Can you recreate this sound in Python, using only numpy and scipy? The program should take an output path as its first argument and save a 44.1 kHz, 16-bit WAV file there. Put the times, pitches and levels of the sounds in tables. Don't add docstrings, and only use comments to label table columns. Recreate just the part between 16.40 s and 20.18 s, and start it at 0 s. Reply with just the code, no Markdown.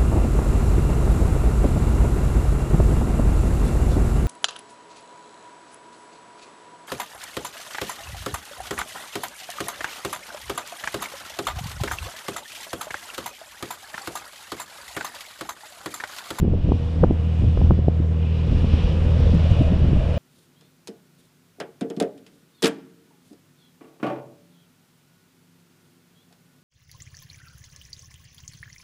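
import sys
import numpy as np
from scipy import signal
from scipy.fft import rfft, irfft, next_fast_len
from scipy.io import wavfile

SR = 44100
rng = np.random.default_rng(int(sys.argv[2]) if len(sys.argv) > 2 else 0)


def wrap_up_sound(samples):
    columns = np.atleast_2d(samples).T
    tamed = np.clip(columns, -1, 1)
    steps = np.round(tamed * 32767).astype(np.int16)
    wavfile.write(sys.argv[1], SR, steps)


N = 166698

# time_s, level_db
EXHAUST_LEVEL = [(0, -29), (.5, -26), (.8, -22.5), (1.3, -19), (1.5, -21.5), (2.45, -22), (2.85, -17.5),
                 (3.4, -22), (3.78, -23.5)]
# multiple_of_engine_rate, relative_db
EXHAUST_ORDERS = [(2, 1.5), (3, -10), (4, -8.5), (5, -19.5), (6, -23), (8, -28.5), (10, -34.5), (12, -28)]
# pitch_hz, level_db
PUMP_TONES = [(470, -47.5), (535, -52.5), (715, -56)]
# frequency_hz, relative_db
ROAR_SPECTRUM = [(40, -12.5), (90, 15.5), (160, 3.5), (240, 3), (350, -18.5), (480, -8), (650, -9),
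                 (850, -26), (1600, -36.5)]

def diesel(engine_hz=40.05, waver_db=0.3228, waver_rad=0.079, throb_depth=0.43):
    level_db, = in_time(EXHAUST_LEVEL)
    turn = 2 * np.pi * engine_hz * np.arange(N) / SR
    exhaust = 0
    for order, db in EXHAUST_ORDERS:
        phase = order * (turn + waver_rad * drift(1.62))
        gain = from_db(db + waver_db * order * drift(8))
        exhaust -= np.sqrt(2) * gain * np.cos(phase)
    tones = sum(from_db(db) * narrow_noise(hz, width_hz=7) for hz, db in PUMP_TONES)
    throb = 1 + throb_depth * np.cos(2 * turn)
    roar = from_db(-32.5) * banded_noise(ROAR_SPECTRUM, flicker_db=2.5)
    return from_db(level_db) * exhaust + tones + throb * roar


# time_s, hiss_db, splatter_db, mist_db (each before its trim)
JET_SURGES = [(0.08, -59.5, -62.5, -77), (0.29, -52, -55.5, -72), (0.5, -56, -54, -67),
              (0.74, -54, -58, -70), (0.92, -52.5, -56, -65.5), (1.26, -52.5, -53.5, -68.5),
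              (1.43, -58, -59, -73), (1.69, -60, -59, -69), (1.82, -49.5, -58, -71.5), (2.0, -49, -52, -68),
              (2.22, -48.5, -50, -64), (2.39, -43.5, -45, -64), (2.63, -48.5, -51.5, -64),
              (2.87, -49, -46.5, -64), (3.18, -42.5, -47, -60.5), (3.39, -50.5, -52.5, -66),
              (3.75, -46, -50.5, -63)]
# time_s, level_db
WASH_LEVEL = [(0, -51.5), (.45, -45), (1.25, -45.5), (1.65, -47), (2.35, -39), (3.15, -38), (3.4, -40),
              (3.78, -39.5)]
# frequency_hz, relative_db
WASH_SPECTRUM = [(200, -8.5), (400, 8.5), (700, 0.5), (1000, 0.5), (1400, -4.5), (1800, -6), (2200, -8),
                 (3000, -18.5), (6000, -45)]
HISS_SPECTRUM = [(1200, -36.5), (2150, -14.5), (2350, 0), (2560, 2.5), (2720, -1), (2900, 4.5), (3250, -6),
                 (4000, -19), (6000, -56.5)]
SPLATTER_SPECTRUM = [(2300, -27.5), (3300, 2), (3750, -0.5), (4250, -5.5), (4900, -6), (5600, -8.5),
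                     (6000, -12.5), (6500, -22), (9000, -35)]
MIST_SPECTRUM = [(5000, -6.5), (7000, 1), (8200, -3.5), (9300, -3), (10500, -11), (13000, -20),
                 (15500, -27.5)]

def water_cannon(hiss_trim_db=0.5, splatter_trim_db=-1, mist_trim_db=1):
    hiss_db, splatter_db, mist_db = in_time(JET_SURGES)
    wash_db, = in_time(WASH_LEVEL)
    wash = from_db(wash_db) * spray_noise(WASH_SPECTRUM, flicker_db=0.68)
    hiss = from_db(hiss_db + hiss_trim_db) * spray_noise(HISS_SPECTRUM, flicker_db=0.3)
    splatter = from_db(splatter_db + splatter_trim_db) * spray_noise(SPLATTER_SPECTRUM, flicker_db=0.6)
    mist = from_db(mist_db + mist_trim_db) * spray_noise(MIST_SPECTRUM, flicker_db=1.0)
    return wash + hiss + splatter + mist


# time_s, pitch_hz, level_db
WHIRR_CURVE = [(0, 470, -60), (1.9, 478.4, -44.5), (2.4, 491.4, -42), (2.85, 517.1, -33),
               (3.03, 582.3, -40), (3.2, 640, -33.5), (3.38, 602.2, -41), (3.78, 610.5, -34)]

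def motor_whirr(width_hz=130, lower_ratio=0.84, lower_db=-8):
    pitch_hz, level_db = in_time(WHIRR_CURVE)
    upper = narrow_noise(pitch_hz, width_hz)
    lower = from_db(lower_db) * narrow_noise(pitch_hz * lower_ratio, width_hz)
    return from_db(level_db) * (upper + lower)


# time_s, relative_db
GUSTS = [(0, -29.5), (.04, -23.5), (.2, -27), (.31, -19), (.4, -36), (.56, -33.5), (.62, -23), (.72, -26.5),
         (.8, -43), (.96, -49), (1.02, -23.5), (1.13, -33.5), (1.22, -23), (1.55, -45), (1.72, -57),
         (2.08, -28), (2.6, -30.5), (2.9, -25), (3.05, -31), (3.57, -22.5), (3.78, -33.5)]
# frequency_hz, relative_db
WIND_SPECTRUM = [(15, 1.5), (30, 2.5), (60, 2.5), (135, -2.5), (200, -7.5), (300, -15), (450, -25.5),
                 (700, -37.5), (1200, -50), (2500, -70)]

def wind(gain_db=5.5, lump_db=-1.5):
    gust_db, = in_time(GUSTS)
    lumps = rms_one(from_db(lump_db * np.clip(drift(19), -2, 2)))
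    return from_db(gust_db + gain_db) * lumps * banded_noise(WIND_SPECTRUM, flicker_db=-0.5)


# time_s, peak_db, body_hz, edge_hz, flutter_db, flutter_width_s
EDDY_HITS = [(.028, -9.5, 150, 440, -14, 0.0034), (0.049, -17, 200, 700, -18, 0.0042),
             (0.079, -9.5, 80, 509, -14, 0.0024), (0.138, -16.5, 200, 850, -25, 0.014),
             (.289, -12, 200, 600, -18, 0.0049), (.3195, -5, 110, 1081, -17, 0.0016),
             (.632, -6, 400, 700, -27, .002), (.638, -6.5, 900, 1494, -9.5, 0.0029),
             (.644, -6.5, 2000, 791, -22, 0.0028), (.708, -6, 100, 760, -15.5, .005),
             (1.04, -17.5, 300, 560, -15.5, 0.0021), (1.079, -17.5, 80, 280, -14.5, 0.0074),
             (1.174, -18, 500, 1300, -23, .0012), (1.192, -14.5, 40, 100, -11, 0.007),
             (1.215, -11.5, 250, 950, -21, 0.0024), (1.308, -3.5, 130, 1307, -29, 0.0058),
             (1.312, -7, 200, 380, -13, 0.012), (1.389, -9.5, 120, 546, -21, 0.0047),
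             (1.482, -2.5, 213, 720, -17, 0.0046), (1.599, -11, 185, 350, -29, .0028),
             (2.125, -16, 185, 662, -25, 0.012), (2.243, -13.5, 150, 750, -22, 0.0072),
             (2.338, -9.5, 120, 280, -6, 0.0021), (2.452, -18.5, 40, 90, -15, 0.011),
             (2.866, -9, 45, 110.1, -17.5, 0.024), (2.949, -12, 130, 500, -15.5, 0.013),
             (3.118, -15.5, 100, 220, -7, 0.0063), (3.209, -5, 140, 330, -11, 0.0091),
             (3.320, -14, 185, 523, -17, 0.0098), (3.53, -9.5, 150, 527, -22, 0.0093),
             (3.573, -6.5, 40, 100.1, -14, .008)]

def eddies(low_cut_hz=32.6, unrest=0.3743):
    out, t = 0, np.arange(N) / SR
    for time_s, peak_db, body_hz, edge_hz, flutter_db, width_s in EDDY_HITS:
        click = signal.unit_impulse(N, int(time_s * SR))
        spike = butter(click, body_hz, "low", order=1)
        spike = butter(spike, low_cut_hz, "high")
        spike = butter(spike, edge_hz, "low", order=8)
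        centre_hz = 22.34 + .3 * edge_hz
        flutter_hz = centre_hz * (1 + unrest * drift(212.8))
        envelope = np.exp(-.5 * ((t - time_s) / width_s) ** 2)
        flutter = np.sqrt(2) * np.sin(2 * np.pi * np.cumsum(flutter_hz) / SR) * envelope
        out += from_db(peak_db) * spike / np.abs(spike).max() + from_db(flutter_db) * flutter
    return out


def spray_noise(spectrum, flicker_db):
    hz, db = np.transpose(spectrum)
    size = next_fast_len(N)
    bin_hz = np.arange(size // 2 + 1) * SR / size + 1
    colour = from_db(np.interp(np.log(bin_hz), np.log(hz), db))
    skirts = np.minimum(1, np.minimum(bin_hz / hz[0], hz[-1] / bin_hz)) ** 4
    noise = irfft(rfft(rng.standard_normal(size)) * colour * skirts, size)[:N]
    return rms_one(noise) * from_db(flicker_db * drift(23))


def banded_noise(spectrum, flicker_db):
    hz, db = np.transpose(spectrum)
    edges_hz = 15 * 2 ** np.arange(0, 10.3, .25)
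    out, white = 0, rng.standard_normal((2, N + SR // 4))
    for k, (low, high) in enumerate(zip(edges_hz, edges_hz[1:])):
        centre, flicker = np.sqrt(low * high), drift(9.3)
        if hz[0] <= centre <= hz[-1]:
            gain = from_db(np.interp(np.log(centre), np.log(hz), db) + flicker_db * flicker)
            out += gain * butter(white[k % 2], [low, high], "band")[-N:]
    return rms_one(out)


def narrow_noise(hz, width_hz):
    a, b = butter(rng.standard_normal((2, N)), width_hz / 2, "low")
    phase = 2 * np.pi * np.cumsum(hz * np.ones(N)) / SR
    return rms_one(a * np.cos(phase) + b * np.sin(phase))


def drift(rate_hz, step=40, settle=2000):
    pole = np.exp(-2 * np.pi * step * rate_hz / SR)
    white = rng.standard_normal(N // step + settle + 2)
    slow = signal.lfilter([1], [1, -2 * pole, pole * pole], white)[settle:]
    return np.interp(np.arange(N) / step, np.arange(len(slow)), rms_one(slow))


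def butter(x, hz, kind, order=2):
    sections = signal.butter(order, np.clip(hz, 10, .45 * SR), kind, fs=SR, output="sos")
    return signal.sosfilt(sections, x + 1e-18)


def in_time(rows):
    time_s, *columns = np.transpose(rows)
    return [np.interp(np.arange(N) / SR, time_s, column) for column in columns]


def from_db(db):
    return 10 ** (np.asarray(db) / 20)


def rms_one(x):
    return x / np.sqrt(np.mean(x ** 2) + 1e-20)


def scene():
    return (diesel() + motor_whirr() + water_cannon() + wind() + eddies())[None]


def record(dry):
    return signal.sosfilt(signal.ellip(10, .1, 70, 15700, fs=SR, output="sos"), dry)


dry = scene()
out = record(dry)
wrap_up_sound(out)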